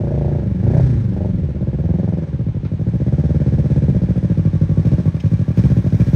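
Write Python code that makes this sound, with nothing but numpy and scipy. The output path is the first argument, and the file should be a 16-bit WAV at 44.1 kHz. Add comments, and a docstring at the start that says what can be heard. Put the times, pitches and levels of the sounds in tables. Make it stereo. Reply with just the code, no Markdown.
"""Twin-cylinder motorcycle approaching

A parallel-twin sport bike rolls nearer down a quiet street, blips the throttle and sinks to idle.
Its cylinders fire in close pairs through a booming muffler; valve gear and chain rattle over it,
the gearbox clicks and the brake chirps faintly. Walls and house fronts answer, most while the bike
is far; a light breeze rumbles on the microphone."""
import sys
import numpy as np
from scipy import signal
from scipy.fft import rfft, irfft, next_fast_len
from scipy.io import wavfile
from scipy.ndimage import uniform_filter1d

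SR = 44100
rng = np.random.default_rng(int(sys.argv[2]) if len(sys.argv) > 2 else 0)


def master(y):
    """Save y as 16-bit WAV."""
    cut = np.clip(np.atleast_2d(y).T, -1, 1)
    pcm = np.round(cut * 32767)  # scale
    wavfile.write(sys.argv[1], SR, pcm.astype(np.int16))


N = 271547
REF_CYCLES_HZ, REF_M = 15, 10  # engine speed and distance at which part_gain is 1
PIPE_LOSS_DB = 4.5  # per doubling of distance


def firings(crank, throttle):
    """180-degree twin: two firings a quarter cycle apart, then a rest. Throttle evens their strength."""
    unevenness = 1 - 0.8 * throttle
    first = strikes(crank, 0.045, scatter_db=2.1 * unevenness)
    second = strikes(crank, 0.286, scatter_db=0.8 * unevenness)
    return first, second * amp(-1.47 + 3.35 * throttle)


# thumps (+) and stumbles (-) as the throttle moves: t/s, half length/s, boom gain/dB
BOOM_BURBLES = [(0.103, 0.14, -3), (0.392, 0.027, -6), (0.577, .025, -8), (0.497, 0.036, 1),
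                (0.68, 0.07, 3.5), (0.855, 0.012, -5.5), (0.913, 0.01, -4), (1.012, 0.02, -13.5),
                (1.496, 0.06, -6), (1.914, 0.032, 4), (2.269, 0.053, -9), (2.6, 0.11, 0), (3.742, 0.2, 0.5),
                (4.903, 0.05, 2), (5.017, 0.038, -6), (5.168, 0.021, -14.5), (5.456, 0.078, -2.5),
                (5.631, 0.038, 1.5), (5.817, 0.063, -2.5), (6.074, 0.052, -1)]
# unburnt fuel popping in the muffler: t/s, level/dB re one firing
FUEL_POPS = [(3.921, -3.5)]


def exhaust(first, second, speed, throttle, distance, split_hz=280):
    """Pressure pulses boom and bark through the muffler; throttle trades boom for bark and rasp."""
    fire = first + second
    strength = amp(17) * part_gain(speed, distance, rev_db=2.5, loss_db=PIPE_LOSS_DB)
    burble_db = sum(db * swell(s, length) for s, length, db in BOOM_BURBLES)
    lowpass = lambda hz: 1 / (1 + (hz / split_hz) ** 4)
    boom = filtered((fire + impulses(FUEL_POPS)) * strength * amp(burble_db - 4 * throttle), lowpass)
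    bark = filtered(fire * strength * amp(-10 + 12 * throttle), lambda hz: 1 - lowpass(hz))
    flow = strength * amp(-40.5 + 23 * throttle) * speed / REF_CYCLES_HZ
    return rasp(first, second, flow) + muffler(boom + bark)


# one firing at the tailpipe: f/Hz, level/dB
PIPE_SPECTRUM = [(25, -54.5), (45, -17), (70, -1), (110, 4.5), (165, 3.5), (200, -4), (260, -8),
                 (350, -15.5), (400, -18.5), (520, -17.5), (590, -14.5), (690, -41.5), (850, -40.5),
                 (1200, -56), (3000, -83.5)]
# muffler shell and cavity: f/Hz, width/Hz, gain/dB
SHELL_MODES = [(75, 7.8, -11), (178, 34, -9), (345.6, 26, -3), (620, 70, -16.5)]


def muffler(pulses, heat_shift=0.05, heat_rate_hz=14):
    """Two chambers delay the lows, so each firing falls from bark to boom; gas heat shifts the tuning."""
    heat = np.interp(np.arange(N) / SR * heat_rate_hz, np.arange(128), rng.uniform(-1, 1, size=128))
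    chambers = lambda hz: allpass(hz, centre_hz=115, width_hz=165) ** 2
    body = lambda hz: chambers(hz) * (1 + resonances(SHELL_MODES, hz))
    out = np.zeros(N)
    for step in (-1, 0, 1):  # crossfade cool, mean and hot tunings
        tune = 1 + heat_shift * step
        share = np.clip(1 - abs(heat - step), 0, 1)
        pipe = ringing([(hz * tune, db) for hz, db in PIPE_SPECTRUM])
        piped = signal.fftconvolve(pulses * share, pipe)[:N]
        out += filtered(piped, lambda hz: body(hz / tune))
    return out


# hard edge of a firing: f/Hz, level/dB
RASP_SPECTRUM = [(200, -17), (350, 4.5), (470, -6), (610, 10.5), (690, -6), (790, -3.5), (950, -16.5),
                 (1100, -24.5), (3000, -59.5), (12000, -100)]


def rasp(first, second, flow, lead_s=0.0014):
    """A hard edge runs ahead of each pulse and trails turbulent gas."""
    turbulence = 0.037 * fading(first + second, life_s=0.0083) * rng.standard_normal(N)
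    puffs = first + amp(-4.5) * second + turbulence
    edge = signal.fftconvolve(flow * puffs, ringing(RASP_SPECTRUM))[:N]
    advance = lambda hz: np.exp(2j * np.pi * hz * lead_s)
    return filtered(edge, lambda hz: allpass(hz, centre_hz=497.6, width_hz=430) * advance(hz))


# duct honk and airbox bark: f/Hz, width/Hz, gain/dB
INTAKE_MODES = [(205.4, 9.2, 3.5), (443, 270, -17.5)]


def intake(first, speed, throttle, distance, air_filter_hz=800):
    """Suction pulses ring the duct through the open throttle; the air filter smothers the highs."""
    gain = amp(23) * part_gain(speed, distance, rev_db=13.5, loss_db=PIPE_LOSS_DB)
    gulps = first * throttle ** 2 * gain
    return filtered(gulps, lambda hz: resonances(INTAKE_MODES, hz) / (1 + (hz / air_filter_hz) ** 4))


# chain rattling harder as its load changes: t/s, half length/s, gain/dB
CHAIN_SURGES = [(0.853, 0.19, 5.5), (3.497, 0.054, 1.5), (3.726, 0.058, 2), (4.887, 0.045, 0.5),
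                (5.586, 0.018, 3.5), (5.66, 0.059, 2), (6.032, 0.046, 2)]
# mid, high and top bands of valve and chain noise: f/Hz, level/dB
CLATTER_SPECTRUM = [(400, -5.5), (800, 4), (1250, -5), (1650, 6.5), (2000, -4), (2350, -6), (2700, -14.5),
                    (3600, -19), (5000, -18), (9000, -53)]
HISS_SPECTRUM = [(1500, -26.5), (3500, 0), (4600, -6.5), (5700, -3.5), (6700, -5.5), (7500, -3), (8100, -5),
                 (10000, -13), (11500, -24), (15700, -53)]
TICK_SPECTRUM = [(5000, -20), (8500, -11.5), (10000, 6.5), (12000, -6), (14200, 7.5), (15700, 3.5)]
# engine casing: f/Hz, gain/dB
CASING_MODES = [(1431, -3.5), (1610, 1.5), (1685, 3), (1883, -6), (2095, -7.5), (2330, 0.5), (2420, -1.5),
                (2570, -7.5), (2780, -7.5), (3175, -11), (3730, -12), (4200, -14), (5030, -13), (5665, -13)]
# left-right likeness, also of clicks and ambience: f/Hz, coherence
COHERENCE = [(500, 0.93), (1100, 0.83), (1700, 0.96), (4000, 0.88), (6500, 0.99), (8200, 0.44), (10000, .3),
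             (14000, .3)]


def valves_and_chain(crank, fire, speed, throttle, distance, taps_per_cycle=8, casing_q=65, carry_m=5):
    """Valve and chain taps rattle, hiss and ring the casing; each firing shakes it harder."""
    def taps():
        angles = (np.arange(taps_per_cycle) + 0.17) / taps_per_cycle
        hits = sum(strikes(crank, angle, scatter_db=4) for angle in angles)
        return unit(fading(hits, life_s=0.0027))

    chain_db = sum(db * swell(s, length) for s, length, db in CHAIN_SURGES)
    shake = unit(fading(fading(fire, life_s=0.0041), life_s=0.0042))
    clatter = unit(1 + 0.31 * taps() + 0.52 * shake) * noise(CLATTER_SPECTRUM, COHERENCE)
    clatter *= amp(-50 + 2.5 * throttle) * part_gain(speed, distance, rev_db=4.5, loss_db=5)
    hiss_gain = amp(-61) * part_gain(speed, distance, rev_db=5.5, loss_db=6.5)
    hiss = hiss_gain * unit(1 + 0.2 * taps() + 0.36 * shake) * noise(HISS_SPECTRUM, COHERENCE)
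    modes = [(hz, hz / casing_q, db) for hz, db in CASING_MODES]
    drive = taps() * (1 + 1.1 * shake) * noise([(1000, 0)], COHERENCE)
    ring = amp(-45.5) * unit(filtered(drive, lambda hz: resonances(modes, hz)))
    tick_envelope = unit((1 + taps()) * (1 + 0.4 * shake))
    ticking = hiss_gain * amp(-4.5) * tick_envelope * noise(TICK_SPECTRUM, COHERENCE)
    near = 1 / (1 + (distance / carry_m) ** 4)
    return amp(chain_db) * (clatter + hiss + near * (ring + ticking))


# drift of the lowest casing mode: t/s, f/Hz, level/dB
LOW_RING_DRIFT = [(3.3, 1140, -72.5), (4.2, 1135, -64), (4.5, 1140, -52), (4.95, 1122, -51.5),
                  (5.45, 1140, -54.5), (5.7, 1102, -53.5), (6.16, 1098, -61)]


def low_casing_ring(fire, width_hz=80):
    """A narrow, fuzzy ring of the casing swells after each firing."""
    pitch_hz, level_db = curves(LOW_RING_DRIFT)
    shake = unit(fading(fading(fire, life_s=0.0052), life_s=0.0052))
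    drive = (1 + 2 * shake) * (rng.standard_normal(N) + 1j * rng.standard_normal(N))
    life_s = 1 / (np.pi * width_hz)
    envelope = fading(fading(drive, life_s), life_s)
    carrier = np.exp(2j * np.pi * np.cumsum(pitch_hz) / SR)
    return amp(level_db) * unit((envelope * carrier).real)


# lever contacts and rebounds: t/s, level/dB, contact f/Hz
LEVER_CLICKS = [(4.8543, -49, 4000), (5.2003, -43.5, 2200), (5.2042, -40.5, 5160), (5.208, -47, 3300),
                (5.2165, -54.5, 2600), (5.574, -46.5, 2400), (5.5915, -42.5, 6000), (5.638, -44.5, 3800)]
# lever ring: f/Hz, level/dB, t60/s
LEVER_MODES = [(2200, 12.5, 0.008), (3120, 0.5, .05), (3800, 6.5, 0.017), (5020, -6, 0.07), (5230, 4, 0.04),
               (6540, -2.5, .04), (7950, -2, .02)]
# snap of steel: f/Hz, level/dB
SNAP_SPECTRUM = [(600, -27), (1500, -3.5), (2300, 7.5), (3500, -3), (4600, -14), (5300, -9), (6200, -3.5),
                 (7500, -18.5), (14000, -31.5)]


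def lever(focus_db_per_octave=5):
    """Steel contacts snap and ping; modes far from the contact's note ring less."""
    t = np.arange(SR // 5) / SR
    pings = np.zeros(N + len(t))
    for s, db, contact_hz in LEVER_CLICKS:
        for hz, mode_db, t60 in LEVER_MODES:
            level_db = db + mode_db - 6.5 - focus_db_per_octave * abs(np.log2(hz / contact_hz))
            pings[round(s * SR):][:len(t)] += amp(level_db - 60 * t / t60) * np.sin(2 * np.pi * hz * t)
    contacts = impulses([(s, db) for s, db, _ in LEVER_CLICKS])
    snaps = 1.8 * fading(contacts, life_s=0.0024) * noise(SNAP_SPECTRUM, COHERENCE)
    return pings[:N] + snaps


# gear engaging: t/s, level/dB
GEAR_CLUNKS = [(2.6465, -50.5), (2.65, -46.5)]
# gearbox case: f/Hz, width/Hz, gain/dB
GEARCASE_MODES = [(868, 110, 1.5), (1366, 370, 2), (2130, 400, -3), (3570, 320, -7), (4600, 260, -17)]


def gearbox():
    """A gear goes in and rattles the case with a dull clunk."""
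    case = lambda hz: resonances(GEARCASE_MODES, hz) / (1 + (hz / 5000) ** 4)
    rattle = unit(filtered(rng.standard_normal(N), case))
    return fading(impulses(GEAR_CLUNKS), life_s=0.024) * rattle


# brake chirps: t/s, peak level/dB, f/Hz
BRAKE_CHIRPS = [(4.101, -64, 14200), (4.172, -58.5, 14000), (4.24, -63, 13960), (4.31, -65.5, 13900),
                (4.866, -57, 14030), (5.569, -52, 13540), (5.656, -62, 13630), (5.856, -57.5, 14060),
                (5.943, -54, 13800)]


def brake(half_length_s=0.0079, waver_hz=130):
    """The dragging brake gives faint, very high chirps of unsteady pitch."""
    waver = waver_hz * unit(uniform_filter1d(rng.standard_normal(N), size=100))
    tone = lambda hz: np.sin(2 * np.pi * np.cumsum(hz + waver) / SR)
    return sum(amp(db) * swell(s + half_length_s, half_length_s) * tone(hz) for s, db, hz in BRAKE_CHIRPS)


# kerb and garden wall reflections at REF_M: lag/s, gain
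WALL_ECHOES = [(.00225, 0.06), (.00604, 0.065)]


def garden_walls(x, distance):
    """Single roadside reflections lag more and fade as the bike nears."""
    far, n = distance / REF_M, np.arange(N)
    return sum(gain * far ** 1.5 * np.interp(n - lag * far ** -0.12 * SR, n, x)
               for lag, gain in WALL_ECHOES)


# echo decay: f/Hz, t60/s
STREET_DECAY = [(80, 0.43), (250, 0.32), (600, 0.24), (2000, 0.32), (10000, 0.012)]


def street_echoes(x, spread=0.1, positions=14, build_s=0.015):
    """Houses and fences scatter the sound; the pattern changes as the bike moves."""
    place = np.linspace(0, positions - 1, N)
    out = np.zeros((2, N))
    for k in range(positions):
        hz, t, spectra = signal.stft(rng.standard_normal((2, SR // 2)), SR, nperseg=256)
        envelope = amp(-60 * t / along(STREET_DECAY, hz)[:, None]) * (1 - np.exp(-t / build_s))
        tail = signal.istft(spectra * envelope, SR, nperseg=256)[1]
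        mid, side = tail / np.linalg.norm(tail[0])
        response = [mid + spread * side, mid - spread * side]
        share = np.sqrt(np.clip(1 - abs(place - k), 0, 1))
        out += signal.fftconvolve((x * share)[None], response, axes=1)[:, :N]
    return out


# gusts: t/s, half length/s, peak level/dB
WIND_GUSTS = [(0.308, 0.66, -27), (0.853, 0.15, -22.5), (1.356, 0.32, -24.5), (2.434, 0.25, -36.5),
              (3.578, 0.062, -22.5), (3.925, 0.14, -25)]
# wind rumble: f/Hz, level/dB
WIND_SPECTRUM = [(12, -31), (25, -17.5), (42, -8.5), (70, 6), (130, -5), (400, -19.5), (1500, -74)]


def breeze(calm_db=-34.5):
    """Short gusts rumble on the microphone over nearly still air."""
    gusts = sum(amp(db) * swell(s, length) for s, length, db in WIND_GUSTS)
    return (amp(calm_db) + gusts) * noise(WIND_SPECTRUM, coherence=[(50, 0.92)])


# quiet street: f/Hz, level/dB
AMBIENCE_SPECTRUM = [(200, 6.5), (900, 6), (1400, -3.5), (2300, -4), (3800, -9.5), (5000, -18.5),
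                     (8000, -20.5), (11000, -44.5), (15000, -47.5)]


def ambience():
    """Leaves and far traffic blend into a steady hush."""
    return amp(-50) * noise(AMBIENCE_SPECTRUM, COHERENCE)


def amp(db):
    """Decibels to gain."""
    return 10 ** (np.asarray(db) / 20)


def unit(x):
    """Scale to rms 1."""
    return x / np.sqrt(np.mean(x ** 2) + 1e-20)


def part_gain(speed, distance, rev_db, loss_db):
    """Up rev_db per doubling of engine speed, down loss_db per doubling of distance."""
    return amp(rev_db * np.log2(speed / REF_CYCLES_HZ) - loss_db * np.log2(distance / REF_M))


def along(points, hz):
    """Interpolate (f/Hz, value) points on a log axis."""
    f, v = np.transpose(points)
    return np.interp(np.log(hz + 1), np.log(f + 1), v)


def curves(rows):
    """One value per sample for each column after t/s."""
    s, *cols = np.transpose(rows)
    return [np.interp(np.arange(N) / SR, s, c) for c in cols]


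def swell(centre_s, half_length_s):
    """Gaussian bump of height 1."""
    return np.exp(-((np.arange(N) / SR - centre_s) / half_length_s) ** 2)


def impulses(rows):
    """One impulse per (t/s, level/dB) row."""
    train = np.zeros(N)
    for s, db in rows:
        train[round(s * SR)] = amp(db)
    return train


def strikes(crank, angle, scatter_db):
    """One uneven impulse each time crank passes angle, both in engine cycles."""
    at = np.flatnonzero(np.diff(np.floor(crank - angle)) > 0)
    train = np.zeros(N)
    train[at] = amp(np.broadcast_to(scatter_db, N)[at] * rng.standard_normal(size=256)[:len(at)])
    return train


def fading(train, life_s):
    """Exponential decay of each impulse, time constant life_s."""
    return signal.lfilter([1], [1, -np.exp(-1 / (life_s * SR))], train)


def filtered(x, response):
    """Apply a complex frequency response, with the end of x mirrored as padding."""
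    x = np.concatenate([x, x[..., :-SR // 10:-1]], axis=-1)
    size = next_fast_len(N + SR // 2)
    return irfft(rfft(x, size) * response(np.fft.rfftfreq(size, 1 / SR)), size)[..., :N]


def resonances(modes, hz):
    """Response of (f/Hz, width/Hz, gain/dB) modes."""
    return sum(amp(db) * 1j * hz * w / (f * f - hz * hz + 1j * hz * w) for f, w, db in modes)


def allpass(hz, centre_hz, width_hz):
    """Response of a chamber that passes every note but delays those near its resonance."""
    pole = centre_hz ** 2 - hz ** 2 + 1j * hz * width_hz
    return np.conj(pole) / pole


def ringing(spectrum, size=8192):
    """Minimum-phase impulse response of energy 1 with the given spectrum."""
    cepstrum = irfft(np.log(amp(along(spectrum, np.fft.rfftfreq(size, 1 / SR)))))
    cepstrum[1:size // 2] *= 2
    cepstrum[size // 2 + 1:] = 0
    response = irfft(np.exp(rfft(cepstrum)))
    return response / np.linalg.norm(response)


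def noise(spectrum, coherence):
    """Stereo noise of rms 1 with the given spectrum and left-right coherence."""
    def mid_side(hz):
        angle = np.arccos(np.clip(along(coherence, hz), -1, 1)) / 2
        return amp(along(spectrum, hz)) * [np.cos(angle), np.sin(angle)]

    mid, side = filtered(rng.standard_normal((2, N)), mid_side)
    return unit(np.array([mid + side, mid - side]))


# engine speed: t/s, four-stroke cycle rate/Hz
ENGINE_SPEED = [(0.0, 28.19), (0.36, 29.07), (0.55, 21.77), (0.79, 33.48), (1.08, 23.48), (1.27, 24.44),
                (1.41, 18.92), (1.61, 15.43), (2.03, 22.39), (2.25, 19.51), (2.44, 13.25), (2.61, 11.21),
                (3.32, 19.13), (3.44, 16.11), (3.6, 17.04), (3.85, 16.4), (4.0, 14.11), (4.24, 14.35),
                (4.43, 12.53), (4.79, 12.4), (4.93, 15.98), (5.17, 9.62), (5.3, 13.94), (5.53, 9.53),
                (5.6, 15.95), (5.7, 15.9), (5.86, 11.91), (6.16, 16.45)]
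# rider's hand: t/s, opening/0-1
THROTTLE_OPENING = [(0, 0.84), (.34, 0.8), (.47, 0.5), (.58, 0), (.64, 0.77), (.8, 0.89), (.83, 0),
                    (1.1, 0.1), (1.17, 0.8), (1.25, 0.89), (1.31, 0.05), (1.65, 0.7), (1.95, 0.7),
                    (2.16, 0.8), (2.26, 0.3), (2.62, 0.4), (3.05, 0.61), (4.25, 0.62), (4.5, .25),
                    (4.9, 0.6), (5.1, 0.1), (5.5, 0.2), (5.6, 0.5), (6.1, 0.2)]
# engine to listener: t/s, distance/m
APPROACH = [(0, 22.4), (1.4, 17.7), (2.25, 16), (3, 9.26), (3.6, 7.3), (5, 5.1), (5.6, 4.52), (6.1, 3.6)]


def scene(pipe_behind_m=1.44):
    """Engine speed, throttle and distance drive the bike; the street answers and the breeze blows."""
    speed, = curves(ENGINE_SPEED)
    throttle, = curves(THROTTLE_OPENING)
    distance, = curves(APPROACH)
    crank = np.cumsum(speed) / SR
    first, second = firings(crank, throttle)
    fire = first + second
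    engine = exhaust(first, second, speed, throttle, distance + pipe_behind_m)
    engine += intake(first, speed, throttle, distance)
    wet = amp(-17.5) * (distance / REF_M) ** 0.15
    echoes = garden_walls(engine, distance) + street_echoes(engine * wet)
    outdoors = (engine + echoes) / np.sqrt(1 + wet ** 2)
    metal = valves_and_chain(crank, fire, speed, throttle, distance) + low_casing_ring(fire)
    return outdoors + metal + lever() + gearbox() + brake() + breeze() + ambience()


# narrow treble dip near 7.5 kHz in both channels: f/Hz, gain/dB
TREBLE_DIP = [(6700, 0), (7250, -7.5), (7550, -9), (7950, -2)]
# left minus right: f/Hz, level/dB
PORT_BALANCE = [(60, 0.5), (110, -0.5), (200, -1), (380, -1), (700, 3), (1290, 0.5), (2380, -1),
                (4400, 0.5), (8120, -0.5), (15000, 1)]
# left microphone port ahead of right: f/Hz, phase/rad
PORT_PHASE = [(150, 0.02), (420, 0.41), (700, 0.19), (930, -0.63), (1250, -0.82), (1520, 2), (1800, 1.74),
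              (2000, 0.44), (2500, 0.32), (3500, 0.73), (5000, -0.56), (6800, 1.3), (8200, 1.4),
              (11000, 1.7)]


def record(dry, top_hz=15750):
    """Left and right share a treble dip and differ in level and phase; end fades, then a band limit."""
    half = np.array([[0.5], [-0.5]])
    gain = lambda hz: amp(along(TREBLE_DIP, hz) + half * along(PORT_BALANCE, hz))
    stereo = filtered(dry, lambda hz: gain(hz) * np.exp(1j * half * along(PORT_PHASE, hz)))
    fades = signal.windows.tukey(N, 0.0015)
    return filtered(stereo * fades, lambda hz: hz < top_hz)


dry = scene()
out = record(dry)
master(out)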